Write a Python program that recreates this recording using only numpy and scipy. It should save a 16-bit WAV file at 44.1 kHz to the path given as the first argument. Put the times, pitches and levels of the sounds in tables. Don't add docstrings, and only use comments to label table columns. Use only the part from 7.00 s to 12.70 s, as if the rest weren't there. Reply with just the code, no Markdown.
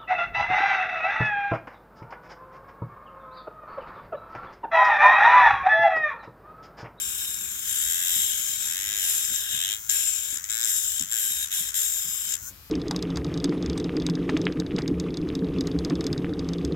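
import sys
import numpy as np
from scipy import signal
from scipy.fft import rfft, irfft
from scipy.io import wavfile
from scipy.ndimage import uniform_filter1d

SR = 44100
rng = np.random.default_rng(int(sys.argv[2]) if len(sys.argv) > 2 else 0)


def unload_audio(sound):
    columns = np.transpose(np.atleast_2d(sound))
    steps = np.round(np.clip(columns, -1, 1) * 32767)
    wavfile.write(sys.argv[1], SR, steps.astype(np.int16))


N = 251370
TIME, FREQS = np.arange(N) / SR, np.fft.rfftfreq(N, 1 / SR)

# start in seconds, speed approached in turns per second, settling time
# in seconds, rasp in dB at the reference speed before load and contact act, coarse scrape and fine fizz
# in dB against the rasp (fizz before bouncing weakens it), housing knock in dB at full contact.
PRESS_STROKES = [(0, 32.03, .1, -33, -7.5, 3, -63), (.3, 27, .1, -33.5, -10, 0.5, -61),
                 (1.11, 39.8, .18, -30.5, -9.5, 0, -53), (1.94, 23.6, .337, -31, -8, -.5, -51),
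                 (2.87, 36.27, .158, -30.5, -9.5, -2.5, -61), (3.635, 38.29, .135, -30.5, -13.5, -1.5, -51),
                 (4.129, 32.08, .196, -34.5, -9, 1, -57.5), (4.517, 28.83, .148, -33.5, -7.5, 0.5, -58),
                 (4.746, 29.37, .151, -31, -11, 0.5, -52)]
# time in seconds, level in dB.
BUZZ_LEVEL = [(0, -40.5), (5.41, -44), (5.49, -37.5), (5.53, -64)]
# frequency in Hz, gain in dB.
WHIRR_COLOUR = [(500, -29.5), (1150, -3), (1550, -4), (2300, -8), (7500, -9.5), (9000, -29), (13000, -1),
                (15500, -11)]


def gain_of(db):
    return 10 ** (np.asarray(db) / 20)


def evened(x):
    middle = np.atleast_2d(x).mean(0)
    return x / np.sqrt(np.mean(middle ** 2) + 1e-20)


def curve(rows):
    return np.interp(TIME, *np.transpose(rows))


def read(points):
    hz, value = np.transpose(points)
    return np.interp(np.log(FREQS + 1), np.log(hz + 1), value)


def colour(x, db):
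    cepstrum = irfft(np.maximum(db, -100) * np.log(10) / 20, N)
    cepstrum[1:N // 2] *= 2
    cepstrum[N // 2 + 1:] = 0
    return irfft(rfft(x) * np.exp(rfft(cepstrum)), N)


def wander(hz):
    return evened(irfft(rfft(rng.standard_normal(N)) / (1 + (FREQS / hz) ** 4), N))


def at_microphones(pair, db):
    # frequency in Hz, gain of the right microphone in dB against the left.
    shade = [(700, -13.5), (1150, -5.5), (1650, -19), (2300, -8.5), (3600, -1.5), (4400, -3.5), (5400, -3),
             (6900, -22), (7800, -23.5), (8700, 1), (9600, -2), (11800, 3.5), (13000, -6.5), (15500, -4)]
    # frequency in Hz, left-right likeness from -1 to 1.
    likeness = [(700, 0.074), (1400, 1), (3300, 0.42), (5800, 0.34), (7000, 0.55), (7600, 0.61),
                (9500, -0.49), (11600, 0.15), (13000, -0.36)]
    lag_samples = 8
    same = np.clip(read(likeness), -1, 1)
    left, other = rfft(pair)
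    mixed = same * left + np.sqrt(1 - same ** 2) * other
    right = irfft(mixed * np.exp(-2j * np.pi * FREQS * lag_samples / SR), N)
    return np.array([colour(pair[0], db), colour(right, db + read(shade))])


def moves():
    # start in seconds, speed approached in turns per second,
    # then rasp, scrape, fizz and knock in dB as for the presses.
    ease_strokes = [(.595, 88, -33, -8.5, 2, -50), (1.569, 105.5, -34.5, -7, 0.5, -50),
                    (2.466, 112, -34, -4.5, 1, -55), (3.271, 120, -34.5, -8.5, -0.5, -51.5),
                    (3.929, 135.5, -34.5, -9, 1.5, -58), (4.404, 151.7, -33.5, -7, 1.5, -51),
                    (4.664, 149, -36.5, -6.5, 1.5, -51), (5.264, 146, -31, -9, -2, -50.5)]
    ease_s = 0.145
    easings = [(s, goal, ease_s, *levels) for s, goal, *levels in ease_strokes]
    return sorted([tuple(row) for row in PRESS_STROKES] + easings)


def stroke_speed(shape=1.45):
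    speed = np.full(N, float(PRESS_STROKES[0][1]))
    for start, goal, settle_s, *_ in moves():
        at = max(round(start * SR), 0)
        remaining = np.exp(-(TIME[:N - at] / settle_s) ** shape)
        speed[at:] = goal + (speed[at] - goal) * remaining
    return speed


def stroke_levels(grip_s=0.15):
    held = np.zeros((N, 4)) + PRESS_STROKES[0][3:]
    for start, _, _, *levels in moves():
        held[max(round(start * SR), 0):] = levels
    return uniform_filter1d(held.T, size=round(grip_s * SR), axis=1, mode="nearest")


def contact_db():
    # time off the bit in seconds, time fully back on in seconds, depth limit in dB.
    lift_times = [(2.736, 2.894, 21), (3.368, 3.442, 22), (3.423, 3.494, 15), (4.027, 4.116, 10.5),
                  (4.445, 4.512, 24), (4.691, 4.742, 20)]
    lift_db_per_s, land_s = 318, 0.0095
    let_go_s, let_go_db_per_s = 5.347, 700
    lost = np.maximum(TIME - let_go_s, 0) * let_go_db_per_s
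    for off, on, depth_db in lift_times:
        fall = np.clip((TIME - off) * lift_db_per_s, 0, depth_db)
        lost += fall * np.clip((on - TIME) / land_s, 0, 1)
    return -lost


def shaft(jitter=0.004, free_speed=166, spin_up_s=0.047):
    speed = stroke_speed()
    acceleration = np.gradient(speed) * SR
    load = 1 - (speed + spin_up_s * acceleration) / free_speed
    turns = np.cumsum(speed * (1 + jitter * wander(37.8))) / SR
    return speed, turns, np.clip(uniform_filter1d(load, size=900), 0, 1)


def touch(turns, sharpness):
    return np.exp(sharpness * np.cos(2 * np.pi * turns)) / np.sqrt(np.i0(2 * sharpness))


def surface(speed, turns, count, uneven_db=3.0):
    orders = np.exp(2j * np.pi * rng.random((2, count))) * (np.arange(count) > 0)
    clusters = evened(uniform_filter1d(rng.standard_normal(count), size=2))
    order_gains = gain_of(uneven_db * np.clip(clusters, -2, 2))
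    profile = irfft(orders * order_gains, count * 32)
    angle = np.arange(profile.shape[1]) / profile.shape[1]
    traced = np.array([np.interp(turns % 1, angle, p) for p in profile])
    return evened(traced * np.sqrt(speed))


def grit(grains_per_s=6000, spread_db=3.0, smooth=2.0):
    grain = rng.random(N) < grains_per_s / SR
    size = gain_of(spread_db * np.minimum(rng.exponential(1, N), 5)) * grain
    return evened(rng.standard_normal((2, N)) * np.hypot(evened(size), smooth))


def body_db():
    # frequency in Hz, gain in dB.
    broad = [(700, -23.5), (1050, -25.5), (1400, -20.5), (2500, -9.5), (4300, -13.5), (5800, 3),
             (6900, 5.5), (8400, -9), (9800, -14.5), (13500, -8.5), (15700, -15)]
    # frequency in Hz, width in Hz, height in dB.
    resonances = [(1614, 210, 14.7), (3252, 780, 10.5), (3750, 192, 11.5), (5270, 650, 8.1),
                  (7475, 1830, 16.76), (7576, 240, 10.3), (11430, 570, 4.6)]
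    peaks = sum(db / (1 + (2 * (FREQS - hz) / width) ** 2) for hz, width, db in resonances)
    return read(broad) + peaks + read([(100, -14.5), (500, -13.5)])


def shifting(x, patchy_db=2.0):
    z = signal.stft(x, nperseg=512)[2]
    field = rng.standard_normal(z.shape[1:])
    for _ in range(2):
        field = uniform_filter1d(field, size=3, axis=0)
        field = uniform_filter1d(field, size=30, axis=1)
    patches = gain_of(patchy_db * field / field.std())
    return signal.istft(z * patches, nperseg=512)[1][:, :N]


def grinding(speed, turns, load, tremor_db=0.59, bounce_load=0.45, bounce_sharpness=0.9):
    work_speed, rasp_db_per_octave = 60, 4
    rasp_bounce_db, fizz_bounce_db = -2.35, -5.5
    bouncing = 1 / (1 + np.exp((load - bounce_load) / 0.029))
    sharpness = 0.1 + bounce_sharpness * bouncing
    rasp_db, scrape_db, fizz_db, _ = stroke_levels()
    level_db = rasp_db + rasp_db_per_octave * np.log2(speed / work_speed)
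    level_db += rasp_bounce_db * bouncing + contact_db()
    press = touch(turns, sharpness) * gain_of(level_db + tremor_db * wander(17.7))
    repeating = .22 + .45 * bouncing
    drive = np.sqrt(1 - repeating) * grit() + np.sqrt(repeating) * surface(speed, turns, count=180)
    sound = rfft(shifting(at_microphones(drive, body_db())))
    below = 1 / (1 + (FREQS / 4300) ** 20)
    above = 1 - 1 / (1 + (FREQS / 9000) ** 20)
    scrape, rasp, fizz = (evened(irfft(sound * band, N)) for band in (below, 1 - below - above, above))
    fizz_gain = gain_of(fizz_db + fizz_bounce_db * bouncing)
    return press * (scrape * gain_of(scrape_db) + rasp + fizz * fizz_gain)


def knocking(speed, turns, order_focus=22, order_width=4, focus=4.2):
    lift_share = 0.47
    orders = np.arange(1, 48)
    weights = 1 + focus * np.exp(-((orders - order_focus) / order_width) ** 2)
    ridges = sum(w * np.cos(2 * np.pi * (k * turns + rng.random())) for k, w in zip(orders, weights))
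    drive = (evened(ridges * np.sqrt(speed)) + .45 * grit()) * touch(turns, 1.3)
    housing = read([(600, -59), (1050, -11.0), (1300, 8.5), (1620, 16.5), (2200, 9.0), (2700, 9.0),
                    (4000, -58.0)])
    *_, knock_db = stroke_levels()
    level_db = knock_db + lift_share * contact_db()
    return gain_of(level_db) * evened(at_microphones(drive, housing))


def motor(speed, turns, rattle_hiss=0.85, brush_hiss=0.7, sharpness=0.2):
    # frequency in Hz, gain in dB.
    buzz_colour = [(300, -20.5), (700, -46), (1500, -1.5), (2000, -21), (3900, -38.5), (5200, -11),
                   (6400, 3.5), (7700, 0), (8900, -15.5), (15500, -2)]
    whirr_db = -56
    rattle = (surface(speed, turns, count=150) + rattle_hiss * grit()) * touch(turns, sharpness)
    brushes = (surface(speed, turns, count=120) + brush_hiss * grit()) * touch(2 * turns, 0.33)
    buzz = evened(at_microphones(rattle, read(buzz_colour))) * gain_of(curve(BUZZ_LEVEL))
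    whirr = evened(at_microphones(brushes, read(WHIRR_COLOUR))) * gain_of(whirr_db)
    return buzz + whirr


def whine(turns, first_order=11):
    order_db = [-10, -21, -20.5, -25, -16]
    tones = sum(gain_of(db) * np.cos(2 * np.pi * (k * turns + rng.random()))
                for k, db in enumerate(order_db, first_order))
    pair = np.array([tones, np.zeros(N)])
    return at_microphones(pair, read(WHIRR_COLOUR)) * gain_of(curve(BUZZ_LEVEL))


def outdoors(apart=0.35):
    # frequency in Hz, gain in dB.
    air_colour = [(25, -20.5), (60, 12.5), (100, 4), (300, -11), (600, -17), (6000, -21)]
    # time in seconds, air level in dB before the balance of the two sides.
    air_level = [(0, -55.5), (2, -55.5), (3.2, -58.5), (5.2, -56.5), (5.52, -49.5), (5.7, -56)]
    # frequency in Hz, level in dB before fade and balance, lag of the right side in radians.
    hum_tones = [(102.3, -77.5, 0.58), (197.3, -67.5, 1.66), (298.5, -65, 2.86), (390.6, -72.5, 1.66)]
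    # time in seconds, gain of the hum in dB.
    hum_level = [(0, 7), (1, 1.5), (2.3, 0), (4, -31)]
    noise = rng.standard_normal(N) + apart * rng.standard_normal((2, N))
    air = evened(colour(noise, read(air_colour))) * gain_of(curve(air_level) + 0.24 * wander(24))
    clock = TIME + 0.00027 * wander(6.5)
    hum = sum(gain_of(db) * np.sqrt(2) * np.sin(2 * np.pi * hz * clock - np.array([[0], [lag]]))
              for hz, db, lag in hum_tones)
    return (air + hum * gain_of(curve(hum_level))) * gain_of([[1.6], [-2]])


def snags(rise_s=0.00077, level_db=-4):
    # start in seconds, peak of the bite's envelope in dB before the common level_db.
    bite_times = [(.305, -26), (.343, -23), (.388, -25.5), (2.25, -17), (2.3596, -13.5), (2.8969, -9.5),
                  (2.905, -13), (2.916, -16), (3.3728, -18.5), (3.441, -17), (3.505, -18.5), (3.9951, -13),
                  (4.0094, -19), (4.693, -32), (5.3392, -34)]
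    bite = np.zeros(N)
    for s, db in bite_times:
        age = np.maximum(TIME - s, 0) / rise_s
        bite += gain_of(db + level_db) * age * np.exp(1 - age)
    return bite * evened(at_microphones(grit(), body_db()))


def bumps(rise_s=0.014, width_hz=30, level_db=-3):
    # start in seconds, envelope peak in dB before level_db and side balance, frequency in Hz.
    thud_times = [(0.41, -55, 232), (1.158, -48.5, 202), (2.301, -48.5, 245.5), (2.524, -45, 152.9),
                  (3.32, -51, 302.3), (3.999, -41, 196.7), (4.291, -53, 237.6), (4.598, -49, 187),
                  (5.042, -46.5, 171.6), (5.266, -53, 131.8), (5.503, -53.5, 191)]
    out = np.zeros(N)
    for s, db, hz in thud_times:
        age = np.maximum(TIME - s, 0) / rise_s
        resonance = 1 / np.hypot(1, (FREQS - hz) / width_hz) / (1 + (FREQS / 700) ** 4)
        thud = irfft(rfft(rng.standard_normal(N)) * resonance, N)
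        out += gain_of(db + level_db) * age * np.exp(1 - age) * evened(thud)
    return out * gain_of([[1.5], [-2]])


def scene():
    speed, turns, load = shaft()
    tool = grinding(speed, turns, load) + knocking(speed, turns)
    tool = tool + motor(speed, turns) + whine(turns) + snags()
    return tool + outdoors() + bumps()


def record(dry, edge_hz=15900):
    low_pass = signal.firwin(511, edge_hz, window=("kaiser", 9), fs=SR)
    return signal.oaconvolve(dry, low_pass[None], "same")


dry = scene()
out = record(dry)
unload_audio(out)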